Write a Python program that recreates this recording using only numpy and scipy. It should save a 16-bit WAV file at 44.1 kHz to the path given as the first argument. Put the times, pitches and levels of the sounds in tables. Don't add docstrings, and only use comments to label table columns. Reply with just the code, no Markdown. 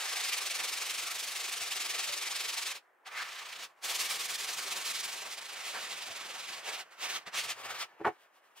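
import sys
import numpy as np
from scipy import signal
from scipy.io import wavfile
from scipy.ndimage import uniform_filter1d

SR = 44100
rng = np.random.default_rng(int(sys.argv[2]) if len(sys.argv) > 2 else 0)


def master(y):
    cut = np.clip(np.atleast_2d(y).T, -1, 1)
    pcm = np.round(cut * 32767)
    wavfile.write(sys.argv[1], SR, pcm.astype(np.int16))


def amplitude_ratio(level_db):
    exponent = np.asarray(level_db, float) / 20
    return 10 ** exponent


N = 379260
HOP, SIZE = 64, 512
HZ = np.fft.rfftfreq(SIZE, 1 / SR)[:, None]
FRAME_S = np.arange(N // HOP + 2) * HOP / SR

# pitch_hz, likeness_0_to_1
LIKENESS = [(60, 0.85), (180, 0.28), (550, 0.53), (1650, 0.62), (4970, 0.62), (15000, 0.27)]


def evened(x):
    return x / np.sqrt(np.mean(np.abs(x) ** 2) + 1e-20)


def read(points):
    hz, value = np.transpose(points)
    return np.interp(np.log(HZ + 1), np.log(hz + 1), value)


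def band_db(shape_db, lo_hz, hi_hz):
    in_band = (HZ > lo_hz) & (HZ < hi_hz)
    power = (amplitude_ratio(shape_db)[in_band] ** 2).sum() / len(HZ)
    return shape_db - 10 * np.log10(power)


def patches(patchy_db, wide_bins, long_frames):
    blotches = rng.standard_normal((len(HZ), len(FRAME_S)))
    blotches = uniform_filter1d(blotches, int(wide_bins), axis=0)
    blotches = uniform_filter1d(blotches, int(long_frames), axis=1)
    return patchy_db * evened(blotches)


def pair(field_db, likeness, lag_samples, spread_db):
    click_db = spread_db * np.minimum(rng.exponential(1, N), 3)
    clicks = evened(rng.standard_normal((2, N)) * amplitude_ratio(click_db))
    shared, own = signal.stft(clicks, nperseg=SIZE, noverlap=SIZE - HOP)[2]
    frames = shared.shape[1]
    likeness = np.clip(likeness, 0, 1)
    delay = np.exp(-2j * np.pi * HZ / SR * lag_samples)[:, :frames]
    left = shared * delay
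    right = likeness * shared + np.sqrt(1 - likeness ** 2) * own
    coloured = np.array([left, right]) * amplitude_ratio(field_db)[..., :frames]
    return signal.istft(coloured, nperseg=SIZE, noverlap=SIZE - HOP)[1][:, :N]


def scrubbing():
    # turn_s, strokes_that_follow (0 = run ends)
    pace = [(0.0, 6), (0.227, 2), (0.314, 12), (0.845, 18), (1.595, 1), (1.654, 15), (2.341, 9), (2.738, 0),
            (3.24, 11), (3.615, 0), (3.881, 5), (4.135, 5), (4.376, 10), (4.841, 4), (5.026, 6), (5.288, 1),
            (5.366, 7), (5.628, 1), (5.734, 0), (5.785, 1), (5.885, 1), (5.958, 13), (6.561, 0)]
    # start_s, top_speed_hiss_db, turn_dip_db, far_turn_extra_dip_db, panel_db
    effort = [(0, -38.5, 3, 1, -45), (.27, -35.5, 7.5, -1.5, -48.5), (.6, -36.5, 8.5, 0.5, -47.5),
              (1.0, -37.5, 7.5, 0.4, -49.5), (1.55, -38, 8, -0.5, -50), (2.0, -36, 9, -0.5, -48),
              (2.7, -37, 8.5, 1, -50.5), (3.24, -49, 2, 0.5, -53), (3.6, -46, 10.5, 0, -54),
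              (3.9, -34, 8.5, -1.5, -46), (4.35, -38.5, 7, -4, -51.5), (4.7, -39, 7, 0.5, -49.5),
              (4.9, -36.5, 7, -3.5, -51), (5.2, -43, 6, 0.5, -52), (5.4, -45.5, 9, 0, -54),
              (5.7, -42.5, 3, -0.5, -49), (6.15, -45, 7.5, 0, -53), (6.55, -45.5, 2.5, 0, -52.5)]
    far_early_s = 0.0032
    push_early = 0.041
    stroke_db, push_hiss_db, push_panel_db = 1, 0.8, 0.5

    runs = [np.linspace(start_s, end_s, count, endpoint=False)
            for (start_s, count), (end_s, _) in zip(pace, pace[1:])]
    turn_s = np.concatenate(runs)
    effort_s, *columns = np.transpose(effort)
    top_db, dip_db, far_db, panel_db = (np.interp(turn_s, effort_s, c) for c in columns)
    odd = -(-1.) ** np.arange(len(turn_s))
    chance_db = stroke_db * rng.standard_normal((3, len(turn_s)))
    push = np.clip(odd * far_db, -1, 1)
    return [turn_s - far_early_s * push * (turn_s > 0),
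            top_db - dip_db - odd * far_db + chance_db[0],
            0.5 - push_early * push,
            top_db + push_hiss_db * push + chance_db[1],
            panel_db + push_panel_db * push + chance_db[2]]


def stroke_levels():
    # turn_s, turn_hiss_db,
    # top_speed_place_0_to_1, top_speed_hiss_db, panel_db
    wipes_and_lifts = [
        (2.738, -55, 0.28, -45.5, -55.5),
        (2.815, -82, 0.6, -96, -91),
        (3.04, -94, 0.54, -49.5, -49),
        (3.1, -64, 0.66, -53, -50),
        (3.145, -54, 0.63, -43.5, -46),
        (3.205, -47, 0.7, -42.5, -43.5),
        (3.615, -48.5, 0.34, -44, -55.5),
        (3.685, -71, .1, -71, -65.5),
        (3.748, -85, .8, -76, -68),
        (3.805, -79, 0.59, -38, -46.5),
                       (5.734, -46.5, 0.4, -45, -44.5), (6.561, -51, 0.24, -48, -52.5),
             (6.622, -56.5, 0.74, -41.5, -46.5), (6.717, -49.5, .42, -41.5, -48),
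             (6.77, -49.5, 0.39, -45.5, -50), (6.85, -71, .5, -73, -64.5), (6.9, -74, 0.37, -61, -59.5),
             (6.961, -69, 0.69, -39, -45), (7.081, -46.5, 0.4, -39.5, -49.5),
             (7.131, -42.5, .4, -39.5, -49), (7.205, -62, .4, -63, -62), (7.252, -75, 0.37, -48, -46.5),
             (7.309, -71, 0.9, -38.5, -47), (7.36, -39, .45, -34.5, -49), (7.426, -45, .5, -40.5, -50.5),
             (7.472, -49.5, 0.46, -37.5, -46.5), (7.55, -61.5, 0.9, -52, -52),
             (7.625, -58, 0.63, -46, -47.5), (7.68, -55.5, .47, -44.5, -46.5), (7.739, -53, .4, -47, -49),
             (7.774, -50.5, 0.43, -39.5, -47), (7.875, -75, .3, -75, -67)]
    # turn_s, turn_hiss_db, top_speed_place_0_to_1, top_speed_hiss_db, panel_db
    brushes = [
        (7.97, -81, 0.6, -74, -62),
        (8.035, -76, .4, -56, -48),
        (8.115, -75, .2, -75, -67),
        (8.176, -78, 0.4, -72, -69.5),
        (8.299, -88, 0.6, -74, -73),
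        (8.415, -86, 0.45, -77, -70.5),
        (8.5, -81, .3, -80, -72),
        (8.545, -82, 0.44, -60.5, -64.5),
    ]
    rows = np.hstack([scrubbing(), np.transpose(wipes_and_lifts + brushes)])
    turn_s, turn_db, place, top_db, panel_db = rows[:, np.argsort(rows[0])]
    length_s = np.diff(turn_s, append=N / SR + 0.02)
    top_s = turn_s + np.clip(place, 0.1, 0.9) * length_s
    knots_s = np.append(np.ravel([turn_s, top_s], "F"), N / SR + 0.017)
    step = np.interp(FRAME_S, knots_s, np.arange(len(knots_s)))
    stroke = step.astype(int) // 2
    slowing = step.astype(int) % 2
    end_db = np.append(turn_db, -72)[stroke + slowing]
    speed = np.abs(np.sin(np.pi / 2 * step)) ** 1.37
    dip_db = (top_db[stroke] - end_db) * (1 - speed)
    panel_db = panel_db[stroke] + 0.3 - np.maximum(0.67 * dip_db, dip_db - 22.0)
    return top_db[stroke] - dip_db, np.clip(dip_db, 0, 12), uniform_filter1d(panel_db, size=12)


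def sanding():
    # start_s, treble_tilt_db_per_octave, paper_ring_db, palm_weight_db
    touch = [(0, 1.5, 5, -13.5), (.4, 2, 2, 0), (2.6, 1.5, 1, 2), (3.05, -3, -0.5, -7),
             (3.2, -3.5, 10, -21), (3.32, -3, 1, -12), (3.65, -2, -2, 3), (3.85, 2.5, 1.5, -5),
             (4.3, 1, -1, 7), (5.1, 2, 1, 6), (5.75, 0.5, 2, -2), (6.3, 0, 1, 8), (6.7, 1, 3.5, 0),
             (7, 1.5, 2, -5), (7.29, -3, -1, 8.5), (7.55, 2, 3, 2.5), (7.85, -1.5, 0.5, 2),
             (8.3, 5.5, 10, 1)]
    # start_s, left_lag_samples
    hand = [(0, -1.3), (1.3, -0.72), (2, -1.5), (4, 0), (5, 1.2), (6.7, 1.7), (7.2, 2.5), (7.6, -2.5),
            (8.3, -2.4)]
    # pitch_hz, level_db
    grit_shape = [(500, -36.5), (900, -13), (1500, -8.5), (2200, -0.5), (4100, -1.5), (8500, -7.5),
                  (14800, -18.5), (16000, -23.5)]
    # start_s, pitch_hz
    paper = [(0, 1620), (.45, 2300), (3.1, 2100), (3.24, 1510), (3.5, 2280), (5.9, 2720)]
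    # pitch_hz, level_db
    panel_shape = [(30, -27), (75, -22.5), (130, -23.5), (300, -18.5), (600, -8.5), (1200, -6),
                   (1800, -5.5), (3000, -14), (6000, -60.5)]
    # pitch_hz, width_hz, level_db
    panel_rings = [(426, 84, 4.5), (750, 92, 4.5), (1171, 148, 6), (1358, 67, 2.5)]
    # pitch_hz, left_minus_right_db
    lean = [(60, 1), (180, 1.5), (550, 1), (1650, -0.5), (4970, -1), (15000, 3.5)]
    paper_width_octaves = 0.42

    hiss_db, dip_db, panel_level_db = stroke_levels()
    touch_s, *columns = np.transpose(touch)
    tilt_db, paper_db, palm_db = (np.interp(FRAME_S, touch_s, c) for c in columns)
    lag_samples = np.interp(FRAME_S, *np.transpose(hand))

    octaves = np.log2((HZ + 50) / 5000)
    grit_db = band_db(read(grit_shape), 2830, 15000) + hiss_db
    grit_db = grit_db + (tilt_db - 0.2 * dip_db) * octaves
    paper_hz = np.interp(FRAME_S, *np.transpose(paper))
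    off_ring = np.log2((HZ + 1) / paper_hz) / paper_width_octaves
    grit_db = grit_db + paper_db * np.exp(-off_ring ** 2) + patches(0.79, 7.4, 24)

    rings_db = sum(db / (1 + (2 * (HZ - hz) / width_hz) ** 2) for hz, width_hz, db in panel_rings)
    panel_db = band_db(read(panel_shape) + rings_db, 300, 1500) + panel_level_db
    panel_db = panel_db - 0.26 * lag_samples * (FRAME_S < 7.3) * (rings_db - 3.0)
    panel_db = panel_db + patches(1.76, 3, 40)
    panel_db = panel_db + palm_db / (1 + (HZ / 346.0) ** 2)

    dust_db = band_db(0 * HZ, 3000, 14000) + 0.8 * uniform_filter1d(hiss_db, size=20) - 26.0
    dust_db = dust_db + 20 * np.log10(HZ / SR * 4 + 1e-3)

    sum_db = 10 * np.log10(amplitude_ratio(2 * grit_db) + amplitude_ratio(2 * panel_db) + amplitude_ratio(2 * dust_db))
    side_db = (read(lean) - 0.5 * lag_samples - 0.2) / 2
    field_db = np.array([sum_db + side_db + 0.81, sum_db - side_db + 0.9])
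    return pair(field_db, read(LIKENESS) + 0.22, lag_samples, spread_db=1.0)


def murmur():
    # pitch_hz, level_db
    room = [(24, -69), (40, -34), (231, -27), (372, -6.5), (422, -10), (600, -6), (646, -16), (697, -5),
            (1850, -9), (4460, -37.5), (16000, -33.5)]
    air = pair(read(room) + patches(1.3, 6, 30), read(LIKENESS), 0 * FRAME_S, spread_db=3.5)
    return amplitude_ratio(-68.5) * evened(air)


def ring(hz, db, t60_s):
    t_s = np.arange(6000) / SR
    return amplitude_ratio(db - 60 * t_s / t60_s) * np.sin(2 * np.pi * hz * t_s)


def swell():
    return np.sin(np.pi / 2 * np.minimum(np.arange(6000) / SR / 0.0034, 1)) ** 2


def bumps():
    # start_s, level_db, pitch_hz, t60_s
    palm_bumps = [
        (1.61, -52, 95, 0.091),
        (2.091, -52, 79, 0.2),
        (4.565, -54, 108, 0.09),
        (5.735, -69, 102, 0.22),
        (6.1, -49, 92, 0.085),
    ]
    out = np.zeros(N)
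    for start_s, db, hz, t60_s in palm_bumps:
        bump = swell() * (ring(hz, db, t60_s) + ring(7.3 * hz, -47.5, 1.1 * t60_s))
        out[round(start_s * SR):][:len(bump)] += bump
    return out


def shudder():
    # start_s, level_db
    tremble = [
        (7.33, -78),
        (7.4, -69),
        (7.7, -68),
        (7.85, -83),
    ]
    level_db = np.interp(np.arange(N) / SR, *np.transpose(tremble), -120, -120)
    band = signal.butter(2, [110 - 8, 110 + 8], "band", fs=SR, output="sos")
    return amplitude_ratio(level_db) * evened(signal.sosfilt(band, rng.standard_normal(N)))


def rattle():
    # pitch_hz, level_db, t60_s
    modes = [(102, -29, 0.068), (180, -41, 0.045), (304, -18, 0.038), (343, -15.5, 0.09), (391, -10, 0.067),
             (454, -10, 0.051), (562, -13, 0.082), (742.5, -3.5, 0.065), (837, 1.5, 0.047),
             (950, -0.5, 0.034), (1115, 8.5, 0.02), (1450, 5, 0.032), (1813, 3.5, 0.053),
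             (2280, 4.5, 0.041)]
    # start_s, level_db, hardness_hz
    blows = [(7.997, -42, 318), (8.003, -36.5, 360), (8.01, -36, 360), (8.046, -20, 1500),
             (8.05, -17.5, 1300), (8.061, -17, 1100), (8.068, -20.5, 1000), (8.073, -16, 1000),
             (8.078, -24, 900), (8.087, -31, 890), (8.096, -44, 800), (8.104, -52, 810)]
    out = np.zeros(N)
    for start_s, db, hard_hz in blows:
        blow = 0
        for hz, mode_db, t60_s in modes:
            detune = rng.uniform(0.94, 1.06)
            side = rng.choice([-1, 1])
            blow = blow + side * ring(hz * detune, mode_db, t60_s) / (1 + (hz / hard_hz) ** 3.2)
        buzz = uniform_filter1d(rng.standard_normal(len(blow)), size=30)
        buzz = evened(uniform_filter1d(buzz, size=9))
        blow = swell() * blow * (1 + 0.33 * buzz)
        out[round(start_s * SR):][:len(blow)] += amplitude_ratio(db) * blow / np.abs(blow).max()
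    return out


def walls(x):
    t_s = np.arange(5000) / SR
    tail = rng.standard_normal((2, len(t_s))) * amplitude_ratio(-60 * t_s / 0.096) * (t_s > 0.003)
    tail = signal.lfilter([1], [1, -0.3], tail)
    return signal.fftconvolve(x, tail / np.linalg.norm(tail[0]), axes=1)[:, :N]


def scene():
    near = sanding() + bumps() + rattle()
    return near + amplitude_ratio(-13) * walls(near) + shudder() + murmur()


def band_limit(x):
    return signal.sosfilt(signal.butter(12, 16190, fs=SR, output="sos"), x)


def record(dry):
    heard = signal.sosfilt(signal.butter(2, 150., "high", fs=SR, output="sos"), dry)
    heard = signal.oaconvolve(heard, signal.firwin(511, 15780, fs=SR)[None], "same")
    return band_limit(heard)


dry = scene()
out = record(dry)
master(out)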